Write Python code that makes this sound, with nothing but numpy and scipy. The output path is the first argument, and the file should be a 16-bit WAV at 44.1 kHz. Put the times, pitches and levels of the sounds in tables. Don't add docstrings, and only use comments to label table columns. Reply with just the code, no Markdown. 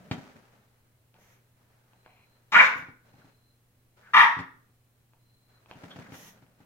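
import sys
import numpy as np
from scipy import signal
from scipy.fft import rfft, irfft, next_fast_len
from scipy.io import wavfile
from scipy.ndimage import uniform_filter1d, minimum_filter1d

SR = 44100
rng = np.random.default_rng(int(sys.argv[2]) if len(sys.argv) > 2 else 0)


def persist_wave(psi):
    counts = np.round(np.clip(psi, -1, 1) * 32767).astype(np.int16)
    wavfile.write(sys.argv[1], SR, np.atleast_2d(counts).T)


N = 293265
TIME = np.arange(N) / SR

# start in seconds, relative thud level in dB, relative cloth slap level in dB.
LANDINGS = [(0.112, -17.5, -18.5), (0.129, -32.5, -34), (0.18, -32.5, -53), (0.358, -44, -53),
            (2.757, -37.5, -56), (2.789, -39, -54), (2.823, -40, -42), (2.885, -38, -46), (3.139, -46, -62),
            (3.182, -47, -58), (3.245, -45, -64), (4.368, -32.5, -54.5), (4.390, -29.5, -27),
            (4.401, -30.5, -34), (5.756, -40, -53), (5.836, -32.5, -39.5), (5.96, -34.5, -40),
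            (5.988, -33.5, -42), (6.088, -38.5, -63), (6.121, -34.5, -38), (6.141, -43, -35),
            (6.424, -47, -56), (6.603, -45, -54.5)]
# frequency in Hz, relative level in dB.
DULL_COLOUR = [(40, 11.5), (90, -16.5), (200, 0.5), (320, -16), (600, -11), (1500, -45.5)]


def from_db(db):
    return 10 ** (np.asarray(db) / 20)


def rms_one(x):
    return x / np.sqrt(np.mean(x ** 2) + 1e-20)


def in_time(rows):
    s, *columns = np.transpose(rows)
    return [np.interp(TIME, s, column) for column in columns]


def at_hz(points, hz, axis=1):
    points = np.array(points)
    return np.interp(np.log(hz + 1e-9), np.log(points[:, 0]), points[:, axis])


def colour(x, spectrum, power=1):
    size = next_fast_len(N + 4096)
    gain = from_db(power * at_hz(spectrum, np.fft.rfftfreq(size, 1 / SR)))
    return irfft(rfft(x, size) * gain, size)[..., :N]


def cut(x, hz, side):
    return signal.sosfilt(signal.butter(4, hz, side, fs=SR, output="sos"), x)


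def drift(rate):
    knots = rng.standard_normal(N // 8)
    return np.interp(TIME * rate, np.arange(len(knots)), knots)


def swell(s, length_s, attack_s, fade_s):
    age = TIME - s
    return np.clip(age / attack_s, 0, 1) * np.exp(-np.clip((age - length_s) / fade_s, 0, 30))


def diffuse(size):
    # frequency in Hz, left-right likeness from 0 to 1.
    likeness = [(60, 0.9), (170, 0.88), (300, 0.5), (600, 0.93), (1300, 0), (3000, 0), (15000, 0)]
    padded = next_fast_len(size)
    mid, side = rfft(rng.standard_normal((2, padded)))
    alike = np.clip(at_hz(likeness, np.linspace(0, SR / 2, len(mid))), -1, 1)
    spread = np.sqrt(1 - alike) * side * [[1], [-1]]
    return rms_one(irfft(np.sqrt(1 + alike) * mid + spread, padded)[:, :size])


def resonance(hz, width_hz):
    r = np.exp(-np.pi * width_hz / SR)
    return (1 - r * r) / 2 * np.array([1, 0, -1]), [1, -2 * r * np.cos(2 * np.pi * hz / SR), r * r]


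def resonate_twice(x, hz, width_hz):
    b, a = resonance(hz, width_hz)
    return signal.lfilter(b, a, signal.lfilter(b, a, x))


def ring(x, hz, t60):
    r, w = np.exp(-np.log(1000) / (t60 * SR)), 2 * np.pi * hz / SR
    return signal.lfilter([0, np.sin(w)], [1, -2 * r * np.cos(w), r * r], x + 1e-18)


def add(track, s, sound):
    start = int(s * SR)
    track[start:start + len(sound)] += sound[:N - start]


def background(air_db, whine_hz, whine_width_hz):
    # frequency in Hz, relative level in dB.
    air_colour = [(20, -12.5), (50, -16.5), (100, -9.5), (200, -18), (400, -22), (800, -27.5), (2000, -30),
                  (5000, -37), (10000, -35), (15500, -34)]
    # frequency in Hz, level in dB before the slow waver.
    hum_tones = [(119.6, -69), (240, -84.5)]
    # start in seconds, length in seconds, level in dB before the flicker.
    whine_spells = [(1.914, 0.46, -79.5), (3.03, 0.51, -80), (5.171, 0.42, -75.5)]
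    air = from_db(air_db) * rms_one(colour(diffuse(N), air_colour))
    hum = 0
    for hz, db in hum_tones:
        hum = hum + from_db(db) * np.sqrt(2) * np.sin(2 * np.pi * (hz * TIME + rng.random()))
    spells = sum(from_db(db) * swell(s, length_s, attack_s=0.17, fade_s=0.03) for s, length_s, db in whine_spells)
    whine_level = from_db(-91) + spells * from_db(2.5 * drift(20))
    whine = rms_one(resonate_twice(diffuse(N), whine_hz, whine_width_hz)) * whine_level
    return air + hum * from_db(.7 * drift(0.99)) + whine


def swishes():
    # start in seconds, length in seconds, level in dB.
    swish_rows = [(1.17, 0.17, -68), (2.742, 0.04, -57.5), (6.109, 0.18, -53)]
    # frequency in Hz, relative level in dB.
    swish_colour = [(530, -43), (900, -4), (1270, -6), (1500, -15.5), (1930, 3), (2100, -7.5), (3110, -4),
                    (5000, -13), (5370, -5), (6270, -1), (8050, -15.5), (12500, -8.5), (15500, -14)]
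    level = sum(from_db(db) * swell(s, length_s, attack_s=0.045, fade_s=0.033) for s, length_s, db in swish_rows)
    return level * rms_one(colour(diffuse(N), swish_colour))


def cloth_motion():
    # start in seconds,
    # length in seconds, fade in seconds, relative rustle level in dB, relative dull shuffle level in dB.
    moves = [(-0.02, 0.17, 0.043, -61, -51.5), (0.124, 0.086, 0.23, -54, -59),
             (0.33, 0.04, 0.025, -64, -59), (0.506, 0.055, 0.064, -66.5, -62),
             (1.134, 0.2, 0.13, -68.5, -69), (1.56, 1, 0.1, -73, -74.5), (3.038, 0.26, 0.078, -66, -67),
             (3.96, 0.21, 0.03, -64, -67.5), (5.473, 0.29, 0.1, -72, -77), (5.678, 0.14, 0.05, -58.5, -59),
             (5.809, 0.35, 0.21, -56, -52), (6.57, 0.078, 0.1, -68, -67)]
    drag_s, drag_rustle_db, drag_shuffle_db = 0.0065, -28, -20
    rub_power, shuffle_power = 0, 0
    for s, length_s, fade_s, rustle_db, shuffle_db in moves:
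        move = swell(s, length_s, 0.016, fade_s)
        rub_power = rub_power + (from_db(rustle_db) * move) ** 2
        shuffle_power = shuffle_power + (from_db(shuffle_db) * move) ** 2
    drags, age = np.zeros(N), TIME[:SR // 2] / drag_s
    for s, thud_db, _ in LANDINGS:
        add(drags, s, from_db(thud_db) * age * np.exp(1 - age))
    uneven = from_db(1 * drift(24))
    rub = uneven * np.sqrt(rub_power) + from_db(drag_rustle_db) * drags
    shuffle = uneven * np.sqrt(shuffle_power) + from_db(drag_shuffle_db) * drags
    return rub, shuffle


def blanket(rustle_db, shuffle_db, grain_db, crackle_db, folds_per_s):
    # frequency in Hz, relative level in dB.
    rustle_colour = [(210, -52.5), (350, -12.5), (957, -13), (1040, -16.5), (1290, -13.5), (1490, -14),
                     (3480, -26), (6620, -30.5), (8520, -38), (15000, -46.5)]
    rub, shuffle = cloth_motion()
    snaps = (rng.random(N) < folds_per_s / SR) * rng.standard_normal((2, N))
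    clumps = rms_one(diffuse(N) * from_db(grain_db * drift(130)))
    grains = clumps + from_db(crackle_db) * rms_one(snaps)
    rustling = from_db(rustle_db) * rub * rms_one(colour(grains, rustle_colour))
    padding = from_db(shuffle_db) * shuffle * rms_one(colour(diffuse(N), DULL_COLOUR))
    return rustling + padding


def scrapes(grain_db):
    # start in seconds, length in seconds, relative level in dB, centre in Hz.
    scrape_rows = [(1.14, 0.057, -68, 590), (1.185, 0.21, -75.5, 2100), (2.042, 0.2, -68, 2300),
                   (2.06, 0.16, -72.5, 845), (3.194, 0.037, -68.5, 1373), (4.022, 0.082, -58.5, 1440),
                   (5.503, 0.089, -75, 1330), (5.719, 0.026, -61, 2720), (5.899, 0.02, -51, 3340),
                   (5.9, 0.032, -56, 1300), (6.006, 0.03, -57, 1790), (6.046, 0.027, -55.5, 1440)]
    out, friction = 0, rng.standard_normal(N) * from_db(grain_db * drift(230))
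    for s, length_s, db, hz in scrape_rows:
        rub = rms_one(resonate_twice(friction, hz, width_hz=750))
        out = out + from_db(db) * rub * swell(s, length_s, attack_s=0.012, fade_s=0.012)
    return out


def ticks(t60, contact_s):
    # start in seconds, relative peak level in dB, frequency of the click's own ring in Hz.
    tick_rows = [(1.142, -47.5, 520), (1.164, -54, 536), (1.934, -47.5, 865), (2.0618, -36.5, 750),
                 (5.135, -49, 1028), (5.6601, -43.5, 1163), (5.7124, -27.5, 1020), (6.465, -53.5, 828)]
    # frequency in Hz, level against the own ring in dB.
    tick_rings = [(1050, -3), (1600, -2.5), (2550, 0.5), (3000, -11), (4200, -16)]
    out, t = np.zeros(N), TIME[:SR // 10]
    for s, db, hz in tick_rows:
        contact = (t == 0) + 0.17 * rng.standard_normal(len(t)) * np.exp(-t / contact_s)
        tick = ring(contact, hz, t60)
        for ring_hz, ring_db in tick_rings:
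            tick = tick + from_db(ring_db) * ring(contact, ring_hz, t60)
        add(out, s, from_db(db) * tick / np.abs(tick).max())
    return out


def pats(slap_s, slap_hz, slap_width_hz, push_hz, low_cut_hz):
    # middle frequency in Hz, relative level in dB, decay by 60 dB in seconds.
    tray_modes = [(119, -19, 0.12), (156.7, -5.5, 0.084), (201, 0, 0.056), (259, -2, 0.051),
                  (376, -12, 0.025), (417, -13.5, 0.044), (750, -1.5, 0.016)]
    out, t = np.zeros(N), TIME[:SR // 5]
    push = signal.lfilter(*signal.butter(2, push_hz, fs=SR), 1.0 * (t == 0))
    for s, thud_db, slap_db in LANDINGS:
        thud = 0
        for hz, db, t60 in tray_modes:
            mode = ring(push, hz * (1 + 0.067 * rng.normal()), t60)
            thud = thud + mode * from_db(db - 8 + rng.normal(0, 1.0))
        burst = rng.standard_normal(len(t)) * np.exp(-t / slap_s)
        slap = resonate_twice(burst, slap_hz, slap_width_hz)
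        add(out, s, from_db(thud_db) * thud + from_db(slap_db) * slap)
    return signal.sosfilt(signal.butter(2, low_cut_hz, "high", fs=SR, output="sos"), out)


def effort(s, attack_s, rise_s, level_db, opening_hz, top_hz, throbs_per_s, release_db_per_s):
    fall_s = 0.072
    swell_db, throb_db = 4, 4
    rough_slack, rough_full, throb_clears = 0.9, 0.6, 0.13
    since = TIME - s - rise_s
    push = np.interp(since, [-rise_s, 0, fall_s], [0, 1, 0])
    throb = np.cos(2 * np.pi * throbs_per_s * np.minimum(since, .5 / throbs_per_s))
    attack_db = 20 * np.log10(np.clip((TIME - s) / attack_s, 1e-3, 1))
    swelling_db = swell_db * (push - 1) * (since < 0) + throb_db * throb
    db = level_db + attack_db + swelling_db - release_db_per_s * np.maximum(since, 0)
    pitch = opening_hz + (top_hz - opening_hz) * push
    rough = rough_slack + (rough_full - rough_slack) * push - throb_clears * throb
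    gate = uniform_filter1d(1.0 * (push > 0), size=128)
    return np.maximum(db, -120), pitch, np.clip(rough, 0, 1), gate


def mouth(x, centre_hz, width_hz, live, size=32):
    out, state = np.zeros(N), np.zeros(2)
    for i in range(live[0], live[-1], size):
        out[i:i + size], state = signal.lfilter(*resonance(centre_hz[i], width_hz), x[i:i + size], zi=state)
    return out


def bark(row, jaw, throat, teeth, jitter, shimmer_db, rasp, mouth_db, mouth_width_hz, low_cut_hz,
         teeth_db, teeth_follow, chest_db):
    level_db, pitch, rough, gate = effort(*row)
    mouth_hz, = in_time(jaw)
    cycles = np.cumsum(pitch * (1 + jitter * rough * drift(500))) / SR
    pulses = np.diff(np.floor(cycles), prepend=0) * np.sqrt(SR / pitch)
    strong_weak = 1 + .7 * rough * np.cos(np.pi * np.floor(cycles))
    pulses *= strong_weak * from_db(shimmer_db * rough * drift(300))
    air = rng.standard_normal(N) * (1 + 0.51 * np.cos(2 * np.pi * cycles))
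    source = (pulses + rasp * rough * air) * gate + 1e-18
    voice = 0
    for k, (hz, width_hz, db) in enumerate(throat):
        voice = voice + (-1) ** k * from_db(db) * resonate_twice(source, hz, 1.5 * width_hz)
    voice = voice + from_db(mouth_db) * mouth(voice, mouth_hz, mouth_width_hz, np.flatnonzero(gate > .5))
    voice = signal.sosfilt(signal.butter(2, [low_cut_hz, 6000], "band", fs=SR, output="sos"), voice)
    voice = voice / np.sqrt(np.abs(uniform_filter1d(voice ** 2, size=400)) + 1e-6)
    hiss = from_db(teeth_db + teeth_follow * level_db) * rms_one(colour(air, teeth))
    chest = from_db(chest_db) * rms_one(colour(air, DULL_COLOUR))
    return ((voice + chest) * from_db(level_db) + hiss) * gate


def two_barks():
    # start in seconds, attack in seconds, rise to the climax in seconds, level in dB before swell
    # and throb, opening pitch in Hz, top pitch in Hz (both before jitter), throbs per second, release in dB per second.
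    efforts = [(2.519, 0.037, 0.083, -10, 409.2, 549, 24, 430.5),
               (4.132, 0.019, 0.076, -11, 415.8, 499.6, 31, 241)]
    # time in seconds, frequency in Hz.
    first_jaw = [(2.518, 700), (2.539, 949.5), (2.552, 1441), (2.577, 1520), (2.602, 2210), (2.616, 2250),
                 (2.636, 1000)]
    second_jaw = [(4.135, 1400), (4.15, 1100), (4.173, 1230), (4.188, 940), (4.208, 2050), (4.22, 1140),
                  (4.28, 870)]
    # frequency in Hz, width in Hz before widening, relative level in dB.
    first_throat = [(520, 470, -20), (997.6, 330, -1), (1530, 380, 2.5), (2130, 310, 3), (2520, 540, -3.5),
                    (3300, 730, -18)]
    second_throat = [(954, 240, -5), (1230, 170, -3.5), (1837, 348.6, -1), (2300, 580, -13.5),
                     (2660, 300, -8.5), (3480, 370, -14.5)]
    # frequency in Hz, relative level in dB.
    first_teeth = [(2500, -7.5), (3550, 8), (4400, -4.5), (5300, -2.5), (7000, -8.5), (8600, -27.5),
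                   (10500, -20.5), (15500, -26.5)]
    second_teeth = [(2500, -16.5), (4300, -0.5), (5600, 2.5), (7200, -15.5), (8400, -29.5), (9700, -10.5),
                    (15500, -23.5)]
    first = bark(efforts[0], first_jaw, first_throat, first_teeth, jitter=.16, shimmer_db=7, rasp=1.5,
                 mouth_db=7.0, mouth_width_hz=320, low_cut_hz=160,
                 teeth_db=-35, teeth_follow=0.073, chest_db=-28.5)
    second = bark(efforts[1], second_jaw, second_throat, second_teeth, jitter=.16, shimmer_db=7.0, rasp=1.5,
                  mouth_db=3, mouth_width_hz=410, low_cut_hz=520,
                  teeth_db=-30.5, teeth_follow=0.79, chest_db=-30)
    return first + second


def room(x, wet_db, early_db, early_s, lag_s):
    # frequency in Hz, relative tail level in dB, decay by 60 dB in seconds.
    tail_bands = [(101.2, -3.5, 0.14), (300, -2.5, 0.77), (700, 6, 0.32), (1400, -2.5, .47),
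                  (2500, -3.5, 0.38), (5000, -4.5, 0.42), (12000, 0, .33)]
    t = TIME[:SR]
    hz, when, cells = signal.stft(diffuse(SR), SR, nperseg=256)
    t60 = at_hz(tail_bands, hz, axis=2)[:, None]
    decay = np.exp(-np.log(1000) * when / t60) * from_db(at_hz(tail_bands, hz))[:, None]
    tail = signal.istft(cells * decay, SR)[1][:, :SR] * (1 - np.exp(-t / 0.0056))
    early = diffuse(SR) * np.exp(-t / early_s) * (t > .001)
    echoes = (from_db(wet_db) * rms_one(tail) + from_db(early_db) * rms_one(early)) / np.sqrt(SR)
    direct = np.array([x, np.interp(TIME - lag_s, TIME, x)])
    return direct + signal.fftconvolve(x[None], echoes, axes=1)[:, :N]


def scene():
    # frequency in Hz, lean to the left in dB before sharing.
    balance = [(200, 1), (700, 0.5), (1300, -0.5), (2400, 4), (4400, -1.5), (8000, -3), (14000, -9.5)]
    cloth = blanket(rustle_db=0.0, shuffle_db=5, grain_db=2.0, crackle_db=-4.5, folds_per_s=450)
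    cloth = cut(cloth + swishes(), 120, "high")
    small = cut(ticks(t60=0.0057, contact_s=0.0006), 6000, "low") + scrapes(grain_db=3)
    small = room(small, wet_db=-6, early_db=-8.0, early_s=0.011, lag_s=.00009)
    landings = pats(slap_s=0.006, slap_hz=1450, slap_width_hz=2100, push_hz=1100, low_cut_hz=112)
    landings = room(cut(landings, 8100, "low"), wet_db=-7.5, early_db=-2.5, early_s=0.021, lag_s=.00009)
    voice = room(cut(two_barks(), 110, "high"), wet_db=-1.0, early_db=-3.0, early_s=0.0029, lag_s=0.00012)
    left, right = from_db(-1.5) * voice + landings + small + cloth
    placed = np.array([colour(left, balance, .5), colour(right, balance, -0.38)])
    return placed + background(air_db=-68.0, whine_hz=4095, whine_width_hz=120)


def record(dry):
    allowed = np.minimum(1, .93 / (np.abs(dry).max(axis=0) + 1e-9))
    gain = uniform_filter1d(minimum_filter1d(allowed, size=256), size=256)
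    top_cut = signal.ellip(10, .1, 90, 15800, fs=SR, output="sos")
    return signal.sosfilt(top_cut, dry * gain)


dry = scene()
out = record(dry)
persist_wave(out)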